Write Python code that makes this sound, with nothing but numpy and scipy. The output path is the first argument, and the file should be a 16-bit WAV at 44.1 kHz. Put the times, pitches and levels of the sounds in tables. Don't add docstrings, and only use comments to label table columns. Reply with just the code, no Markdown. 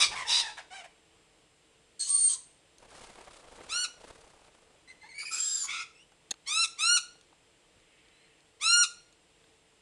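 import sys
import numpy as np
from scipy import signal
from scipy.fft import rfft, irfft, next_fast_len
from scipy.io import wavfile

SR = 44100
rng = np.random.default_rng(int(sys.argv[2]) if len(sys.argv) > 2 else 0)


def unload_wav(signal):
    wavfile.write(
        sys.argv[1],
        SR,
        np.round(np.clip(np.atleast_2d(signal).T, -1, 1) * 32767).astype(np.int16),
    )


N = 432621
TIME = np.arange(N) / SR
CUTOFF_HZ = 12000

# (frequency [Hz], gain [dB])
SYRINX_RASP = [(470, -71), (800, -34), (1360, -11), (1910, -23), (2430, -22), (2940, -16), (3910, -7),
               (4900, -8), (5490, -5.5), (7450, -1.5), (7970, -9.5), (10200, -6), (12000, -30),
               (15600, -68), (22000, -120)]


def from_db(db):
    return 10 ** (np.asarray(db) / 20)


def rms_one(x):
    return x / np.sqrt(np.mean(x ** 2) + 1e-20)


def along(rows, t):
    time_s, *columns = np.transpose(rows)
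    return [np.interp(t, time_s, column) for column in columns]


def gain_at(spectrum, hz):
    point_hz, point_db = np.transpose(spectrum)
    gain = from_db(np.interp(np.log(hz + 1), np.log(point_hz), point_db))
    return gain * np.minimum(hz / point_hz[0], 1) ** 2


def colour(x, spectrum):
    size = next_fast_len(len(x))
    gain = gain_at(spectrum, np.fft.rfftfreq(size, 1 / SR))
    return irfft(rfft(x, size) * gain, size)[:len(x)]


def wobble(size, hz):
    bins_hz = np.fft.rfftfreq(next_fast_len(size + SR // 10), 1 / SR)
    noise = rng.standard_normal(2 * len(bins_hz) - 2)
    return rms_one(irfft(rfft(noise) / (1 + (bins_hz / hz) ** 2))[:size])


def notes(table, bend, attack_s, release_s, edge_db, edge_rough):
    u = np.linspace(0, 1, num=SR // 400)
    curves = []
    for start_s, length_s, opening_hz, held_hz, closing_hz, level_db, rough in table:
        glide_on = (opening_hz - held_hz) * (1 - u) ** bend
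        glide_off = (closing_hz - held_hz) * u ** bend
        pitch_hz = held_hz + glide_on + glide_off
        attack = 1 - u * length_s / attack_s
        release = 1 - (1 - u) * length_s / release_s
        edge = np.clip(np.maximum(attack, release), 0, 1) ** 2
        curves.append(np.column_stack([start_s + u * length_s, pitch_hz,
                                       level_db - edge_db * edge, rough + edge_rough * edge]))
    return curves


def voice(calls, throat, rasp, jitter, jitter_hz, rasp_db, shimmer, side_ratio, side_depth, dulling=0):
    out = np.zeros(N)
    for rows in calls:
        at = np.arange(max(int(rows[0][0] * SR), 0), int(rows[-1][0] * SR))
        size = len(at)
        pitch_hz, level_db, rough = along(rows, at / SR)
        rough = np.clip(rough, .02, 1)
        uneven_hz = pitch_hz * (1 + jitter * rough * wobble(size, jitter_hz))
        phase = 2 * np.pi * np.cumsum(uneven_hz) / SR
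        tone = np.zeros(size)
        for k in range(1, int(CUTOFF_HZ / pitch_hz.min()) + 1):
            flutter = 1 + shimmer * rough * wobble(size, jitter_hz)
            softened = k ** (dulling * (level_db - level_db.max()))
            gain = gain_at(throat, k * pitch_hz) * (k * pitch_hz < CUTOFF_HZ)
            tone += softened * gain * flutter * np.cos(k * phase + rng.normal())
        beating = np.cos(side_ratio * phase) * (1 + wobble(size, jitter_hz) / 2)
        tone = rms_one(tone) * (1 + side_depth * beating)
        puffs = rng.standard_normal(size) * (1 + np.cos(phase))
        hiss = rms_one(colour(puffs, rasp))
        share = from_db(rasp_db) * rough
        fade = np.minimum(np.minimum(at - at[0], at[-1] - at) / (.003 * SR), 1)
        out[at] += from_db(level_db) * fade * (tone + share * hiss) / np.sqrt(1 + share ** 2)
    return out


def cockatoo(lowest_hz=480):
    # (start [s], length [s], opening [Hz], held [Hz], closing [Hz], level [dB], roughness [0-1])
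    screech_notes = [(-.04, 0.11, 1036, 1211, 1226, -19, 0.9), (.265, .17, 880, 999.3, 917, -25.5, .7)]
    # (start [s], length [s], opening [Hz], held [Hz], closing [Hz], level [dB], roughness [0-1])
    grumble_notes = [(.11, 0.046, 875, 827, 750, -36.5, 0.66), (.15, 0.094, 1022, 1168, 904, -35.5, 0.53),
                     (.245, 0.047, 930, 870, 830, -40.5, 0.33), (.40, 0.13, 907, 888, 819, -41.5, 0.39),
                     (.567, .045, 898, 802, 768, -40, 0.93), (.703, .125, 719.6, 821, 661.5, -45, 0.28),
                     (.835, 0.032, 694, 697, 660, -45, 0.78)]
    # (start [s], length [s], opening [Hz], held [Hz], closing [Hz], level [dB],
    # roughness [0-1])
    far_notes = [(7.76, .64, 957, 1000, 921, -68, 0.99)]
    # (frequency [Hz], gain [dB])
    screech_throat = [(350, -49.5), (600, -24), (907, -13.5), (1460, -15), (1760, -17.5), (2410, -6.5),
                      (3140, -10.5), (3470, -4.5), (3930, 2.5), (4240, -25), (4930, 1.5), (7260, -16.5),
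                      (8440, -10), (10100, -18.5), (12000, -44), (15600, -81.5), (22000, -120)]
    # (frequency [Hz], gain [dB])
    grumble_throat = [(350, -31), (600, -3.5), (907, -3), (1150, -5), (1420, -8.5), (1720, -2), (2260, -4),
                      (3300, -11), (4180, -16), (7080, -17), (9450, -19.5), (12000, -62), (15600, -80),
                      (22000, -120)]
    # (frequency [Hz], gain [dB])
    far_throat = [(1000, -15), (1750, -1), (2100, 5.5), (3000, 3.5), (4000, -8.5), (6000, -37),
                  (12000, -57)]
    harsh = notes(screech_notes, bend=2.8, attack_s=.044, release_s=.05, edge_db=21, edge_rough=.05)
    soft = notes(grumble_notes, bend=2.2, attack_s=.02, release_s=.045, edge_db=10, edge_rough=.2)
    distant = notes(far_notes, bend=7.5, attack_s=.36, release_s=.1, edge_db=6, edge_rough=.085)
    screech = voice(harsh, screech_throat, screech_throat, jitter=.05, jitter_hz=150, rasp_db=0,
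                    shimmer=1.1, side_ratio=.5, side_depth=.2)
    grumble = voice(soft, grumble_throat, grumble_throat, jitter=.09, jitter_hz=110, rasp_db=-3,
                    shimmer=1.3, side_ratio=.5, side_depth=.12, dulling=.03)
    far = voice(distant, far_throat, far_throat, jitter=.06, jitter_hz=150, rasp_db=6,
                shimmer=1, side_ratio=.5, side_depth=.2)
    highpass = signal.butter(2, lowest_hz, "high", fs=SR, output="sos")
    return signal.sosfilt(highpass, screech + grumble + far)


def climb(start_s, length_s, opening_hz, top_hz, climb_s, level_db, rough):
    scoop, scoop_s = .101, .00793
    attack_s, attack_db, db_per_octave = .024, 19.5, 24
    hoarse_start, hoarse_s = .55, .05
    flick_s, flick_drop, flick_rough, flick_db = .026, .2, .47, 4
    t = np.linspace(0, length_s, num=SR // 200)
    flick = np.clip(1 - (length_s - t) / flick_s, 0, 1) ** 2
    pitch_hz = top_hz + (opening_hz - top_hz) * np.exp(-t / climb_s)
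    pitch_hz = pitch_hz * (1 - scoop * np.exp(-t / scoop_s))
    level = level_db + db_per_octave * np.log2(pitch_hz / top_hz)
    level = level - attack_db * np.maximum(1 - t / attack_s, 0) - flick_db * flick
    roughness = rough + hoarse_start * np.exp(-t / hoarse_s) + flick_rough * flick
    return np.column_stack([start_s + t, pitch_hz * (1 - flick_drop * flick), level, roughness])


def rising_calls():
    # (start [s], length [s], opening [Hz], top [Hz], climb time [s], level [dB],
    # roughness once clear [0-1])
    calls = [(3.676, 0.18, 973, 1479, 0.043, -29.5, 0.08), (6.452, 0.2, 991, 1434, 0.095, -24, 0.08),
             (6.771, .21, 1088, 1498, .083, -21.5, 0), (8.596, .25, 1006, 1433, 0.051, -21.5, 0)]
    # (frequency [Hz], gain [dB])
    throat = [(850, -19), (1150, -16), (1320, -10), (1420, -3), (2050, -6), (2400, -6), (2830, -3),
              (3300, -7), (4150, 1), (4800, -10), (5650, -1), (6300, -7), (8700, -7), (10000, -13),
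              (10900, -33), (12000, -38)]
    # (frequency [Hz], gain [dB])
    rasp = [(1200, -29), (2300, 0), (4000, 6.5), (6000, -11), (9500, -2), (12000, -29)]
    return voice([climb(*call) for call in calls], throat, rasp, jitter=.046, jitter_hz=260, rasp_db=-14,
                 shimmer=1.15, side_ratio=.27, side_depth=.02, dulling=.035)


def piercing_whistle():
    # (time [s], pitch [Hz], level [dB])
    curve = [(1.992, 4100, -43.5), (2.01, 4160, -31), (2.054, 3935, -40.5), (2.084, 4270, -35),
             (2.096, 4290, -25), (2.158, 4381, -24), (2.288, 4346, -25), (2.336, 4020, -32),
             (2.348, 4300, -35.5), (2.36, 3986, -66)]
    # (frequency [Hz], gain [dB])
    throat = [(3500, -17.5), (4280, -23.5), (4400, -5.5), (7000, -14.5), (8200, 5.5), (8700, 4.5),
              (10000, -9.5), (12500, -45)]
    # (frequency [Hz], gain [dB])
    rasp = [(900, -24), (2300, -23), (3200, -14), (4500, -1.5), (5500, -11.5), (6400, 2.5), (7600, -4.5),
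            (8400, -4), (9100, -3.5), (9700, -3), (10600, -26), (12000, -38.5)]
    hoarse_db, clearing = -34.5, 1.77
    rows = []
    for time_s, pitch_hz, level_db in curve:
        rough = min(from_db(clearing * (hoarse_db - level_db)), 1)
        rows.append((time_s, pitch_hz, level_db, rough))
    return voice([rows], throat, rasp, jitter=.02, jitter_hz=200, rasp_db=2.5,
                 shimmer=.7, side_ratio=.258, side_depth=.09)


def peeps():
    # (start [s], length [s], opening [Hz], held [Hz], closing [Hz], level [dB], roughness [0-1])
    near_notes = [(4.874, 0.051, 2000, 2100, 2005, -50, 0.24),
                  (5.005, 0.081, 2012, 2110, 2170, -57.5, 0.26),
                  (5.085, 0.051, 2210, 2100, 2000, -51, 0.24), (5.135, 0.044, 2120, 2284, 2250, -49, 0.18),
                  (5.178, .06, 2288, 2334, 2430, -37, 0.48), (5.238, 0.16, 2366, 2453, 2477, -41, 0.46)]
    # (start [s], length [s], opening [Hz], held [Hz], closing [Hz], level [dB],
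    # roughness [0-1])
    tree_notes = [(5.945, .095, 2600, 2710, 3010, -60.5, 0.23), (8.118, .16, 3880, 4110, 4240, -71.5, .08)]
    # (frequency [Hz], gain [dB])
    throat = [(1000, 48), (2200, 15.5), (4700, 11), (7000, 1.5), (9700, 5.5), (11000, -42)]
    curves = notes(near_notes + tree_notes, bend=2.5, attack_s=.016, release_s=.02, edge_db=8, edge_rough=.1)
    return voice(curves, throat, SYRINX_RASP, jitter=.05, jitter_hz=90, rasp_db=-10,
                 shimmer=1.8, side_ratio=.25, side_depth=.2, dulling=.025)


def squeal():
    # (start [s], length [s], opening [Hz], held [Hz], closing [Hz], level [dB], roughness [0-1])
    squeal_notes = [(5.311, 0.062, 2573, 2480, 2590, -30, 0.15),
                    (5.365, .30, 2456, 2527, 2258, -31.5, 0.22)]
    # (frequency [Hz], gain [dB])
    throat = [(1200, -20), (2500, -39), (3750, -7), (5000, 14), (7500, 20), (10000, -0.5), (12000, -25)]
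    curves = notes(squeal_notes, bend=3.2, attack_s=.033, release_s=.04, edge_db=15, edge_rough=.96)
    return voice(curves, throat, SYRINX_RASP, jitter=.028, jitter_hz=130, rasp_db=3.5,
                 shimmer=1.6, side_ratio=.21, side_depth=.04)


def scold():
    # (start [s], length [s], opening [Hz], held [Hz], closing [Hz], level [dB], roughness [0-1])
    scold_notes = [(5.668, .175, 1090, 1285, 1345, -36, 0.73)]
    # (frequency [Hz], gain [dB])
    throat = [(410, -82), (700, -48), (770, -54), (1060, -19.5), (1330, -19.5), (1430, -3), (1630, -50),
              (2140, -3.5), (2650, -14), (2910, -26), (3480, -9.5), (4070, -23), (5160, -19), (9450, -29.5),
              (12000, -78), (15600, -88), (22000, -120)]
    curves = notes(scold_notes, bend=1.8, attack_s=.031, release_s=.031, edge_db=23, edge_rough=.12)
    return voice(curves, throat, throat, jitter=.06, jitter_hz=220, rasp_db=0,
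                 shimmer=.7, side_ratio=.5, side_depth=.06)


def split_tones():
    # (start [s], length [s], opening [Hz], held [Hz], closing [Hz], level [dB], roughness [0-1])
    low_notes = [(2.07, 0.12, 1072, 1166, 1124, -56, 0.084), (2.285, 0.096, 1123, 1167, 884, -58.5, 0.39),
                 (5.028, 0.059, 867, 902, 1024, -53.5, 0.39), (5.221, .025, 1330, 1260, 1400, -44.5, 0.89),
                 (5.305, 0.1, 1336, 1380, 1407, -46.5, 0.5), (5.39, 0.3, 1567, 1748, 1443, -59.5, 0.53),
                 (5.635, 0.032, 1160, 1066, 950, -46.5, 0.46), (5.73, 0.087, 1290, 1348, 1355, -47, 0.062)]
    # (start [s], length [s], opening [Hz], held [Hz], closing [Hz], level [dB], roughness [0-1])
    high_notes = [(1.993, 0.076, 4380, 4280, 4270, -37, 0.099), (2.03, 0.078, 3100, 3080, 3070, -53, 0.85),
                  (2.285, .07, 3180, 3150, 3060, -48, 0.24), (5.38, 0.12, 3227, 3312, 3460, -49, 0.5),
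                  (5.45, 0.18, 3660, 3840, 3040, -49.5, 0.13)]
    # (frequency [Hz], gain [dB])
    low_throat = [(800, 6.5), (1700, 6), (2300, -10.5), (3300, -4.5), (5000, -14.5), (11000, -36.5)]
    # (frequency [Hz], gain [dB])
    high_throat = [(2500, -0.5), (4500, 0), (6000, -29), (11000, -41.5)]
    low_curves = notes(low_notes, bend=2.5, attack_s=.0099, release_s=.03, edge_db=13, edge_rough=.2)
    high_curves = notes(high_notes, bend=3.2, attack_s=.0074, release_s=.065, edge_db=17, edge_rough=.18)
    low = voice(low_curves, low_throat, low_throat, jitter=.082, jitter_hz=196, rasp_db=-19,
                shimmer=1, side_ratio=.76, side_depth=.14)
    high = voice(high_curves, high_throat, high_throat, jitter=.06, jitter_hz=150, rasp_db=-14,
                 shimmer=1.4, side_ratio=.61, side_depth=.072)
    return low + high


def ticks(crunch_s=.0026, level_db=-3, crack_db=-5):
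    # (time [s], level before level_db [dB], brightness [dB per decade])
    events = [(2.783, -42, 46), (6.12, -48, -25), (6.308, -22, -2), (6.3112, -14, 17.5), (6.314, -25, -21),
              (6.34, -37, -16), (7.155, -50, -50), (7.211, -42.5, 35), (7.327, -47, -43), (7.80, -54, 2),
              (8.085, -47.5, -7), (8.405, -53, 9), (9.126, -47, 28), (9.44, -51, -29)]
    # (frequency [Hz], gain [dB], t60 [s])
    modes = [(800, -21, .022), (1550, -15, .022), (2900, -6, .008), (3700, -1, .009), (4300, -4, .012),
             (6450, -5, .016), (8400, -19, .005), (9600, -19, .005)]
    # (frequency [Hz], gain [dB])
    crack_colour = [(450, -19), (900, -5), (4000, 0), (9000, -9), (11000, -22), (12000, -30)]
    out = np.zeros(N)
    t = TIME[:SR // 12]
    for start_s, tick_db, bright_db in events:
        burst = rng.standard_normal(len(t)) * np.exp(-t / crunch_s)
        ring = np.zeros(len(t))
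        for hz, db, t60_s in modes:
            decay = from_db(db + bright_db * np.log10(hz) - 60 * t / t60_s)
            ring += decay * np.sin(2 * np.pi * hz * t + rng.uniform(0, 2 * np.pi))
        tilted = [(hz, db + bright_db * np.log10(hz)) for hz, db in crack_colour]
        crack = rms_one(colour(burst, tilted)) * (t < t[-1] / 2)
        tick = rms_one(signal.fftconvolve(burst, ring)[:len(t)]) + from_db(crack_db) * crack
        start = int(start_s * SR)
        out[start:start + len(t)] += from_db(tick_db + level_db) * tick / np.abs(tick).max()
    return out


def swells(table):
    gain = np.zeros(N)
    for start_s, rise_s, level_db, fade_db_per_s in table:
        rise = np.clip((TIME - start_s) / rise_s, 0, 1)
        fading_s = np.maximum(TIME - start_s - rise_s, 0)
        gain += rise * from_db(level_db - fade_db_per_s * fading_s)
    return gain


def wings(beats_per_s=31, puff_db=2.5, swish_db=-.5):
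    # (start [s], rise [s], level before puff_db and swish_db [dB], fade [dB/s])
    bouts = [(-.03, 0.026, -51.5, 29), (2.78, 0.045, -62, 16), (2.885, 0.07, -57, 13),
             (3.49, 0.11, -59.5, 71), (3.99, 0.022, -61, 24.5)]
    # (frequency [Hz], gain [dB])
    puff_colour = [(25, 2.5), (80, -7), (150, -9.5), (300, -8), (480, -2), (950, -5.5), (1400, -13.5),
                   (2500, -16), (6000, -40)]
    # (frequency [Hz], gain [dB])
    swish_colour = [(1200, 6), (2000, -1.5), (3000, 0.5), (4300, 0), (5600, -2.5), (7500, -2.5),
                    (9700, -2.5), (11000, -17), (12000, -40.5)]
    rate_hz = beats_per_s * (1 + .1604 * wobble(N, 7.8))
    beat = np.cos(2 * np.pi * np.cumsum(rate_hz) / SR)
    flutter_db = 4.3 * beat + 2.6 * wobble(N, 22)
    puff = rms_one(colour(rng.standard_normal(N), puff_colour) * from_db(flutter_db))
    crackle_db = 2.4 * beat + 2.1 * wobble(N, 25) + 2 * wobble(N, 300)
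    swish = rms_one(colour(rng.standard_normal(N) * from_db(crackle_db), swish_colour))
    return swells(bouts) * (from_db(puff_db) * puff + from_db(swish_db) * swish)


def buffets():
    # (start [s], rise [s], level [dB], fade [dB/s])
    thumps = [(-.02, 0.018, -56, 39.5), (5.68, .025, -66, 130), (7.745, 0.027, -63, 349.5)]
    # (frequency [Hz], gain [dB])
    thump_colour = [(25, -4.5), (50, -5), (90, -9.5), (140, -6.5), (250, -14.5), (600, -30.5),
                    (3000, -71.5)]
    return swells(thumps) * rms_one(colour(rng.standard_normal(N), thump_colour))


def garden(x, near_db, far_db, near_t60_s=.28, far_t60_s=.51, leaf_hz=7000):
    # (delay [s], gain re direct [dB])
    echoes = [(.0023, -14), (.0061, -17.5), (0.0107, -5), (0.0175, -18)]
    t = TIME[:SR]
    near = rng.standard_normal(SR) * from_db(-60 * t / near_t60_s) * (t > .004)
    leaves = signal.butter(1, leaf_hz, fs=SR, output="sos")
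    far = signal.sosfilt(leaves, rng.standard_normal(SR))
    far = far * from_db(-60 * t / far_t60_s) * np.minimum(t / .023, 1)
    response = (from_db(near_db) * rms_one(near) + from_db(far_db) * rms_one(far)) / np.sqrt(SR)
    response[0] += 1
    for delay_s, echo_db in echoes:
        response[int(delay_s * SR)] += from_db(echo_db)
    return signal.fftconvolve(x, response / np.linalg.norm(response))[:N]


def background(air_db=-65.5):
    # (frequency [Hz], relative density [dB per Hz])
    air_colour = [(15, -43.5), (25, -4), (45, -4), (112, -7.5), (161, -4), (243, -12), (322, -3),
                  (407, -11), (440, -1.5), (527, -7.5), (1480, -15), (2900, -10.5), (5670, -21),
                  (7930, -19), (12000, -36.5), (15600, -67.5), (22000, -120)]
    # (frequency [Hz], level [dB rms])
    whine_lines = [(447, -79.5), (5087, -85.5), (7644, -78), (8812, -80.5), (10174, -89.5)]
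    air = rms_one(colour(rng.standard_normal(N), air_colour)) * from_db(air_db + wobble(N, 3.2) / 2)
    whine = np.zeros(N)
    for hz, db in whine_lines:
        whine += from_db(db) * np.sqrt(2) * np.sin(2 * np.pi * hz * TIME)
    return air + whine


def scene():
    quarrel = peeps() + squeal() + scold()
    lorikeets = piercing_whistle() + quarrel + split_tones()
    birds = garden(cockatoo(), near_db=-9, far_db=-17)
    birds += garden(lorikeets, near_db=-8.5, far_db=-18.5)
    birds += garden(rising_calls(), near_db=-10, far_db=-24)
    return (birds + ticks() + wings() + buffets() + background())[None]


def record(dry):
    lowpass = signal.ellip(10, .1, 80, CUTOFF_HZ, fs=SR, output="sos")
    return signal.sosfilt(lowpass, dry)


dry = scene()
out = record(dry)
unload_wav(out)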